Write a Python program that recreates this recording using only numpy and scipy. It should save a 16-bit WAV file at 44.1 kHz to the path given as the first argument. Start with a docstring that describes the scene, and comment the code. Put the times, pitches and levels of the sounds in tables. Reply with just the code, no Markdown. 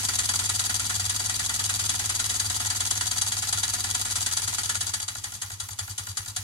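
"""A toy air engine made of plastic bricks spins a propeller on a workbench, about ten turns a second.
In every turn the piston clacks at both ends of its travel, used air puffs out and the bench throbs.
Loose pins rattle, air leaks past the seals, and the plastic frame colours these sounds.
Near the end a hand throttles the air: the leak fades, the throttle hisses and the engine chuffs on
at half speed. The small room adds a short echo and a low rumble."""
import sys
import numpy as np
from scipy import signal
from scipy.fft import rfft, irfft, next_fast_len
from scipy.io import wavfile
from scipy.ndimage import map_coordinates

SR = 44100
rng = np.random.default_rng(int(sys.argv[2]) if len(sys.argv) > 2 else 0)


def master_out(mix):
    """Clip the mix to full scale and print it as 16-bit PCM to the path in sys.argv[1]."""
    frames = np.transpose(np.atleast_2d(mix))
    ceiling = np.clip(frames, -1, 1)
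    pcm = np.round(ceiling * 32767).astype(np.int16)
    wavfile.write(sys.argv[1], SR, pcm)


N = 283563

# Tone of the bright clack and of the dull knock: f/Hz, level/dB
CLACK_TONE = [(600, -32), (2000, -22), (3200, 1.5), (5200, 0), (6500, 8), (9500, 6.5), (11000, -1),
              (13000, -27), (16000, -52)]
KNOCK_TONE = [(150, -19.5), (400, -11.5), (600, -6), (780, -7.5), (1000, -6), (1500, 0), (2100, -2.5),
              (3000, -8), (6000, -31.5)]
def clatter(frame):
    """The engine's hits all sound through the same bricks: a bright clack over a dull knock."""
    clack_force, knock_force = np.linalg.norm([linkage(), hard_snaps(), rattle()], axis=0)
    clack = radiate(clack_force, CLACK_TONE, frame, grain_db=0.5, grain_rate=1700)
    knock = radiate(knock_force, KNOCK_TONE, frame, grain_db=2.25, grain_rate=680)
    return clack + knock


# The small hits that make up one stroke: delay/s, level/dB, t60/s (the time to fade by 60 dB)
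FIRST_CLACK_HITS = [(0, -2.5, 0.032), (.0018, -1, .022), (.004, 0.5, 0.088), (.0075, -18.5, 0.034)]
RETURN_CLACK_HITS = [(0, 0.85, 0.016), (.003, 0.5, 0.021)]
FIRST_KNOCK_HITS = [(.001, 5.5, 0.12), (.004, 5, 0.14), (.008, -24, 0.069)]
RETURN_KNOCK_HITS = [(.001, -3.6, 0.026), (.005, 2.7, 0.024)]
# How hard they strike: level/dB, change with air pressure/(dB per dB), scatter/dB
FIRST_CLACK_FORCE = (-22, 0.36, 0.74)
RETURN_CLACK_FORCE = (-24.5, 0.45, 2.7)
FIRST_KNOCK_FORCE = (-35.5, 0.33, 0.25)
RETURN_KNOCK_FORCE = (-32.5, 0.11, 1)
def linkage(clack_db=-0.3, knock_db=-3.5):
    """The loose piston rod and valve gear snap over at both ends of travel: clack and knock forces."""
    def snap(times, force, hits):
        return hit_force(times, strength(times, force), hits, scatter_db=2.5, scatter_s=0.0005)

    first, back = stroke_times()
    clack = np.hypot(snap(first, FIRST_CLACK_FORCE, FIRST_CLACK_HITS),
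                     snap(back, RETURN_CLACK_FORCE, RETURN_CLACK_HITS))
    knock = np.hypot(snap(first, FIRST_KNOCK_FORCE, FIRST_KNOCK_HITS),
                     snap(back, RETURN_KNOCK_FORCE, RETURN_KNOCK_HITS))
    return amp(clack_db) * clack, amp(knock_db) * knock


# Extra hard strokes: t/s, clack level/dB, knock level/dB
HARD_SNAPS = [(0.135, -25, -44), (0.189, -20.5, -34), (.2908, -20.5, -46), (.339, -29, -50),
              (0.4977, -19, -38), (0.6395, -26, -49), (0.743, -22, -40), (0.9417, -25, -46),
              (1.7394, -21, -44), (1.894, -21, -35), (2.199, -23, -27.5), (2.242, -22, -49),
              (2.399, -21.5, -32), (2.807, -21, -47), (2.9095, -15.5, -49), (3.011, -28, -28),
              (3.2138, -20.5, -38), (3.219, -16, -38), (3.5268, -18, -36), (3.574, -23, -51),
              (3.633, -20, -38), (4.262, -19, -35), (4.584, -26, -26), (4.634, -25, -40), (4.698, -25, -30),
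              (4.753, -22, -27), (4.813, -21, -40), (4.868, -26, -43), (4.936, -31, -41), (5, -26, -35),
              (5.0797, -42, -45), (5.788, -30, -46), (5.9803, -24, -51), (6.1715, -27, -54),
              (6.3632, -25, -46)]
def hard_snaps(clack_t60=0.041, knock_t60=0.029):
    """Now and then the linkage slams across all its slack in one crisp snap."""
    times, clack_db, knock_db = np.transpose(HARD_SNAPS)
    clack = hit_force(times, clack_db, [(0, 0, clack_t60)])
    knock = hit_force(times, knock_db, [(0, 0, knock_t60)])
    return clack, knock


# The crank sags slowly, then the throttle halves its speed: t/s, speed/(turns per second)
CRANK_SPEED = [(0.0, 9.841), (0.76, 9.882), (0.87, 10.031), (1.48, 10.061), (2.64, 9.816), (4.49, 9.359),
               (4.74, 8.927), (4.87, 7.649), (5.29, 5.64), (5.77, 5.245), (6.4, 5.195)]
def crank_turns(start_turn=.155):
    """How far the crank has turned at each sample; a first stroke falls on every whole number."""
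    return start_turn + np.cumsum(curves(CRANK_SPEED)[0]) / SR


# Where the piston turns back: speed/(turns per second), position/turns
RETURN_POINT = [(5.2, .463), (10, .473)]
def stroke_times():
    """When the piston reaches each end of its travel: the first strokes, then the return strokes."""
    turn, t = crank_turns(), np.arange(N) / SR
    past_return = turn - look_up(RETURN_POINT, curves(CRANK_SPEED)[0])
    whole = np.arange(int(turn[-1]) + 1)
    first = np.interp(whole, turn, t, left=-turn[0] / CRANK_SPEED[0][1])
    back = np.interp(whole[whole < past_return[-1]], past_return, t)
    return first, back


# What drives the engine and shakes the bench: t/s, air pressure/dB (0 is full), throb level/dB
DRIVE = [(0, 0, -41.5), (1, -1.5, -41), (2, -1.2, -41.5), (3.801, -1.9, -42), (4.6, -2.2, -44),
         (4.951, -6.5, -43), (5.09, -12, -45.5), (5.201, -10, -46), (5.6, -13.5, -42.5), (6.43, -12, -40.5)]
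def strength(times, force):
    """Levels in dB at these times: they follow the air pressure, with a little chance."""
    full_db, follows, scatter_db = force
    s, pressure_db, _ = np.transpose(DRIVE)
    scatter = scatter_db * rng.standard_normal(len(times))
    return full_db + follows * np.interp(times, s, pressure_db) + scatter


# Loose pins that catch: t/s, level/dB
PIN_CATCHES = [(.459, -28), (0.66, -32), (1.263, -28.5), (2.664, -26.5), (2.976, -29), (3.184, -27),
               (5.0266, -25.5), (6.2807, -32)]
# The valve's tick and chatter: level/dB, change with air pressure/(dB per dB), scatter/dB
TICK_FORCE = (-41, 0.1, 1.5)
CHATTER_FORCE = (-25, 0.58, 2)
def rattle(click_db=-7, knock_db=-11, fade_db=8, click_turns=.33, tick_turn=.585, chatter_turns=0.13):
    """Loose pins click after each first stroke and sometimes catch; the valve ticks, then chatters."""
    first = np.repeat(stroke_times()[0], 4)  # four clicks a turn
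    late = rng.uniform(0.25, 1, len(first))
    click_times = first + click_turns * late / look_up(CRANK_SPEED, first)
    levels_db = strength(first, FIRST_CLACK_FORCE) + click_db - fade_db * late  # later is weaker
    clicks = hit_force(click_times, levels_db, [(0, 0, 0.011)], scatter_db=4)
    turn = crank_turns()
    tick_times = np.interp(np.arange(tick_turn, turn[-1]), turn, np.arange(N) / SR)
    ticks = hit_force(tick_times, strength(tick_times, TICK_FORCE), [(0, 0, .04)])
    lag_turns = chatter_turns * rng.uniform(0.41, 1, len(tick_times))
    chatter_times = tick_times + lag_turns / look_up(CRANK_SPEED, tick_times)
    chatter = hit_force(chatter_times, strength(chatter_times, CHATTER_FORCE), [(0, 0, .022)])
    catches = hit_force(*np.transpose(PIN_CATCHES), [(0.0012, 0, 0.057)])
    clack = np.linalg.norm([clicks, ticks, catches, chatter], axis=0)
    return clack, amp(knock_db) * clack


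# Tone of the puffs: f/Hz, level/dB
PUFF_TONE = [(200, -5.5), (550, -2), (800, -3), (1400, -1), (2400, -8), (3400, 5.5), (5200, 7), (6500, 15),
             (9500, 10.5), (11000, 7.5), (13000, -0.5), (16000, -21)]
# How hard they blow: level/dB, change with air pressure/(dB per dB), scatter/dB
FIRST_PUFF_FORCE = (-29.5, 0.85, 0.96)
SECOND_PUFF_FORCE = (-28, 1.5, 0.62)
def exhaust(frame, gain_db=4.5, open_turns=(0.091, 0.19), rise_turns=0.019, fall_turns=0.044):
    """After each return the valve lets used air out in two puffs, longer when the engine is slow."""
    _, back = stroke_times()
    speeds = look_up(CRANK_SPEED, back)
    power, t = np.zeros(N), np.arange(SR // 4) / SR
    for opens, force in zip(open_turns, (FIRST_PUFF_FORCE, SECOND_PUFF_FORCE)):
        for s, speed, db in zip(back, speeds, strength(back, force)):
            age = np.maximum(t * speed - opens + rng.uniform(-0.007, 0.026), 0)
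            puff = (1 - np.exp(-age / rise_turns)) ** 2 * np.exp(-age / fall_turns)
            add(power, s, amp(db + gain_db) ** 2 * puff / puff.max())
    return radiate(np.sqrt(power), PUFF_TONE, frame, grain_db=1.7, grain_rate=700)


# Notes of the base plate: f/Hz, level/dB
PLATE_NOTES = [(735, 4.5), (990, -4)]
# How hard it is tapped: level/dB, change with air pressure/(dB per dB), scatter/dB
PLATE_FORCE = (-39, 0.9, 0.59)
def base_plate(frame, delay_s=.001, rise_s=0.0013, t60=0.043, return_db=0.5, detune=0.013):
    """Each stroke taps the hollow base plate, more softly as the pressure drops."""
    taps, t = np.zeros(N), np.arange(SR // 10) / SR
    envelope = amp(-60 * t / t60) * (1 - np.exp(-t / rise_s))
    for times, stroke_db in zip(stroke_times(), (0, return_db)):
        for s, db in zip(times, strength(times, PLATE_FORCE)):
            for hz, note_db in PLATE_NOTES:
                note = envelope * detuned_sine(hz, detune, t)
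                add(taps, s + delay_s, amp(db + stroke_db + note_db) * note)
    return filtered(taps, frame)


# Notes of the cylinder and rods: f/Hz, first stroke level/dB, return level/dB,
# left minus right/dB, change with air pressure/(dB per dB), t60/s
ROD_NOTES = [(830, -60, -51, 1, 0, .04), (1410, -51, -45, -2, 0, .05), (4635, -34.5, -35, 4, 1.2, .07),
             (6943, -37, -44, 0, .1, .06), (7420, -36, -42, 2, .1, .05)]
def ringing_rods(delay_s=.003, rise_s=0.0015, detune=0.0049, scatter_db=1.5):
    """Cylinder and rods ring on briefly, in a new mix at every stroke."""
    sound, t = np.zeros((2, N)), np.arange(SR // 10) / SR
    for hz, first_db, return_db, pan_db, follows, t60 in ROD_NOTES:
        envelope = amp(-60 * t / t60) * (1 - np.exp(-t / rise_s))
        ring = np.zeros(N)
        for times, full_db in zip(stroke_times(), (first_db, return_db)):
            for s, db in zip(times, strength(times, (full_db, follows, scatter_db))):
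                add(ring, s + delay_s, amp(db) * envelope * detuned_sine(hz, detune, t))
        sound += np.outer(amp([pan_db / 2, -pan_db / 2]), ring)
    return sound


# The leak through one turn: position/turns, level/dB
LEAK_FLOW = [(0, 3.5), (.1, 5.5), (.3, 4.5), (.45, 2.5), (.7, 4), (.85, -1)]
# Its tone: f/Hz, level/dB
LEAK_TONE = [(200, -5.5), (550, -9.5), (800, -11.5), (1600, -8), (2400, -4.5), (5000, -2.5), (6500, 1.5),
             (9700, -2), (11500, -6), (13500, -11), (16000, -26)]
def leak(frame, gain_db=-35.5):
    """Air escapes past the seals all the time, least just before the cylinder refills."""
    cycle_db = np.interp(crank_turns(), *np.transpose(LEAK_FLOW), period=1)
    flow = amp(curves(DRIVE)[0] + gain_db + cycle_db)
    return radiate(flow, LEAK_TONE, frame, grain_db=1.5, grain_rate=300)


# Air drawn into the cylinder through one turn: position/turns, level/dB
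INTAKE_FLOW = [(0, 7), (.04, -2), (.07, -2), (.25, -15), (.45, -3), (.6, 1), (.7, -21), (.995, -20)]
# Tone of the hiss: f/Hz, level/dB
THROTTLE_TONE = [(3000, -38), (6000, -8), (9000, -21), (11500, 5), (13500, -2), (16000, -16)]
def throttle(frame, gain_db=-45):
    """The half-closed throttle hisses thinly whenever the cylinder draws air through it."""
    pressure_drop = np.clip(1 - amp(curves(DRIVE)[0]), 0, 1)
    cycle_db = np.interp(crank_turns(), *np.transpose(INTAKE_FLOW), period=1)
    flow = pressure_drop * amp(gain_db + cycle_db)
    return radiate(flow, THROTTLE_TONE, frame, grain_db=3.5, grain_rate=300)


# Tone of the piston's rubbing seal: f/Hz, level/dB
SCRAPE_TONE = [(1500, -35), (3000, -6), (5200, -2), (6400, 8), (7500, -19), (10000, 5), (14000, -10)]
def piston(frame, air_db=-58.5, mid_hz=1080, swing_octaves=.3, width_hz=330, scrape_db=-43.5):
    """Air in the cylinder rings higher, then lower, as the piston slides; the seal scrapes going in."""
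    angle = 2 * np.pi * crank_turns()
    hz = mid_hz * 2 ** (-swing_octaves * np.cos(angle))
    lowpass = signal.butter(2, width_hz / 2, fs=SR, output="sos")
    flutter = signal.sosfilt(lowpass, rng.standard_normal((2, 2, N)))
    glide = np.exp(2j * np.pi * np.cumsum(hz) / SR)
    air = unit(np.real((flutter[0] + 1j * flutter[1]) * glide))  # a band of noise around hz
    sliding = np.sin(angle)
    rub = amp(scrape_db) * np.maximum(sliding, 0) ** 2
    scrape = radiate(rub, SCRAPE_TONE, frame, grain_db=2, grain_rate=210)
    return amp(air_db) * spread(air * sliding ** 2) + scrape


# Pitches the frame boosts, at depth 1: f/Hz, width/Hz, left level/dB, right level/dB
FRAME_PEAKS = [(721.5, 120, 7, -13.5), (859, 158, 11, 10), (998, 60, 6, -1), (1273, 195, 2.5, 5),
               (1421, 93, 2, 7.5), (1710, 120, 2, 8.5), (1936, 125, 11, 10), (2270, 78, 1.5, 8.5),
               (2350, 220, 1.5, 0), (2940, 127, 3.5, 9), (3406, 190, 7.5, 5.5), (3900, 150, 9.5, 1.5),
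               (4300, 260, -3, 5), (4625, 206, 13, 6.5), (4970, 120, 4, 1.5), (6170, 1300, 3.5, -2.5),
               (6580, 160, 2.5, 5), (7440, 89, 8.5, 0), (9100, 72, 9.5, -3), (9780, 570, 2, 4)]
# How far the frame's sound runs ahead on the left: f/Hz, phase/radians
LEFT_LEAD = [(300, 0.55), (650, 1.2), (850, 1.7), (1100, -1.6), (1400, -0.5), (1800, 0.12)]
def frame_response(depth, lead_s=0.000239):
    """How the plastic frame colours sound on its way to each side; the left is nearer."""
    hz = bins()
    peaks_db = sum(np.outer([left, right], 1 / (1 + (2 * (hz - centre) / width) ** 2))
                   for centre, width, left, right in FRAME_PEAKS)
    phase = 2 * np.pi * hz * lead_s + look_up_hz(LEFT_LEAD, hz)
    return causal(amp(depth * peaks_db)) * np.exp(1j * np.outer([.5, -.5], phase))


# Low notes of the stand and bench: f/Hz, level/dB, length/s
BENCH_NOTES = [(96.54, 2, 0.08), (63.6, -10, 0.066), (81, -8.5, 0.034), (130.5, -16, 0.046),
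               (193, -35, 0.094)]
def bench(lags_s=(0.0038, 0.0044), return_db=0.5, scatter_db=1.85):
    """Each stroke rocks the tall stand, which passes a swelling throb to the bench top."""
    throb = np.zeros(N)
    for times, lag, stroke_db in zip(stroke_times(), lags_s, (0, return_db)):
        for s in times:
            for hz, db, length in BENCH_NOTES:
                t = np.arange(int(length * SR)) / SR
                gain = amp(db + stroke_db + scatter_db * rng.standard_normal())
                swell = np.sin(np.pi * t / length) ** 2
                add(throb, s + lag, gain * swell * np.sin(2 * np.pi * hz * t))
    return unit(throb) * amp(curves(DRIVE)[1])


def stand(hz=245, gain_db=-57.5, t60=0.14, rise_s=0.019, scatter_db=0.5, scatter_s=0.0009):
    """The stand hums after each stroke, louder when more air drives the engine."""
    hum, t = np.zeros(N), np.arange(SR // 4) / SR
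    note = amp(-60 * t / t60) * (1 - np.exp(-t / rise_s)) * np.sin(2 * np.pi * hz * t)
    for s in np.concatenate(stroke_times()):
        size, late = rng.standard_normal(2)
        add(hum, s + scatter_s * late, amp(scatter_db * size) * note)
    return unit(hum) * amp(curves(DRIVE)[0] + gain_db) * amp([[-.7], [.7]])  # a little to the right


# How long the room rings: f/Hz, t60/s
ECHO_FADE = [(200, 0.066), (2000, 0.22), (8000, 0.064), (15000, 0.29)]
def room_echo(x):
    """The small workroom answers with a short echo that fades at its own rate at each pitch."""
    hz, t, noise = signal.stft(rng.standard_normal((2, SR // 3)), SR, nperseg=256)
    fade = amp(-60 * t / look_up_hz(ECHO_FADE, hz)[:, None])
    tail = signal.istft(noise * fade, SR, nperseg=256)[1]
    return signal.fftconvolve(x, tail / np.linalg.norm(tail[0]), axes=1)[:, :N]


# Tone of the room's background: f/Hz, level/dB
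RUMBLE_TONE = [(15, -19), (30, -23), (50, -9), (100, 16), (170, -3.5), (300, -8), (600, -22.5), (2000, -23),
               (16000, -58)]
def room_rumble(level_db=-55):
    """A low steady rumble, nearly alike on both sides."""
    noise = spread(rng.standard_normal((2, N)))
    return amp(level_db) * unit(filtered(noise, amp(look_up_hz(RUMBLE_TONE, bins()))))


# How alike left and right are: f/Hz, likeness (0 to 1)
STEREO_LIKENESS = [(50, 0.47), (200, 1), (400, 0.77), (700, 1), (1500, 0.7), (2500, 0.51), (4500, 0.045),
                   (7500, 0.019), (12000, 0.14)]
def spread(pair):
    """Two unrelated signals become left and right: alike in the bass, apart in the treble."""
    angle = np.arccos(np.clip(look_up_hz(STEREO_LIKENESS, bins()), 0, 1)) / 2
    mid, side = filtered(pair, np.array([np.cos(angle), np.sin(angle)]))
    return np.array([mid + side, mid - side])


def hit_force(times, levels_db, hits, scatter_db=0, scatter_s=0):
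    """Force over time of strokes made of fading hits, each given as delay/s, level/dB, t60/s."""
    power, t = np.zeros(N), np.arange(SR // 5) / SR
    for s, db in zip(times, levels_db):
        for delay, hit_db, t60 in hits:
            size, late = rng.uniform(-1.1, 1, 2)
            hit = amp(db + hit_db + scatter_db * size - 60 * t / t60)
            add(power, s + delay + scatter_s * late, hit ** 2)
    return np.sqrt(power)


def radiate(force, tone, frame, grain_db, grain_rate):
    """Grainy stereo noise: the force sets how loud it is, the tone and frame only colour it."""
    noise = rng.standard_normal((2, N))
    grains = unit(noise * amp(grain_db * np.clip(wobble(grain_rate), -2.5, 2.5)))
    colour = frame * causal(amp(look_up_hz(tone, bins())))
    return filtered(spread(grains * force), colour / np.sqrt(np.mean(abs(colour) ** 2)))


def detuned_sine(hz, detune, t):
    """A pure note, randomly a little out of tune."""
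    return np.sin(2 * np.pi * hz * (1 + detune * rng.standard_normal()) * t)


def wobble(rate):
    """A smooth curve through `rate` random points a second."""
    points = rng.standard_normal(int(N * rate / SR) + 4)
    return map_coordinates(points, [np.arange(N) * rate / SR])


def amp(db):
    """Decibels to gain."""
    return 10 ** (np.asarray(db) / 20)


def unit(x):
    """Scale to an average (rms) size of 1."""
    return x / np.sqrt(np.mean(x ** 2) + 1e-20)


def look_up(table, x):
    """Read between the rows of a two-column table."""
    return np.interp(x, *np.transpose(table))


def look_up_hz(table, hz):
    """Read between the rows of a frequency table, with octaves evenly spaced."""
    f, values = np.transpose(table)
    return np.interp(np.log(hz + 1), np.log(f + 1), values)


def curves(table):
    """One value per sample for each column after the time."""
    s, *columns = np.transpose(table)
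    return [np.interp(np.arange(N) / SR, s, column) for column in columns]


def add(track, s, sound):
    """Mix a sound into a track, starting at s seconds."""
    start = round(s * SR)
    part = sound[max(-start, 0):max(N - start, 0)]
    track[max(start, 0):][:len(part)] += part


def bins():
    """The frequencies at which filters are given."""
    return np.fft.rfftfreq(2 * next_fast_len(N // 2 + SR // 10), 1 / SR)


def filtered(x, response):
    """Pass x through a filter given on bins()."""
    size = 2 * (response.shape[-1] - 1)
    return irfft(rfft(x, size) * response)[..., :N]


def causal(gain):
    """A filter with this gain that rings only after a hit, never before."""
    cepstrum = irfft(np.log(np.maximum(gain, 1e-6)))
    half = cepstrum.shape[-1] // 2
    forward_only = np.r_[1, np.full(half - 1, 2), 1, np.zeros(half - 1)]
    return np.exp(rfft(cepstrum * forward_only))


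def scene():
    """The engine on its bench in the room; clatter and puffs ring the frame the most."""
    strong, mild = frame_response(depth=1.146), frame_response(depth=0.59)
    engine = clatter(strong) + base_plate(mild) + ringing_rods()
    engine += exhaust(strong) + leak(mild) + throttle(mild) + piston(mild)
    return engine + amp(-9) * room_echo(engine) + bench() + stand() + room_rumble()


def record(dry, top_hz=15950):
    """Cut away the very highest treble."""
    return filtered(dry, 1.0 * (bins() < top_hz))


dry = scene()
out = record(dry)
master_out(out)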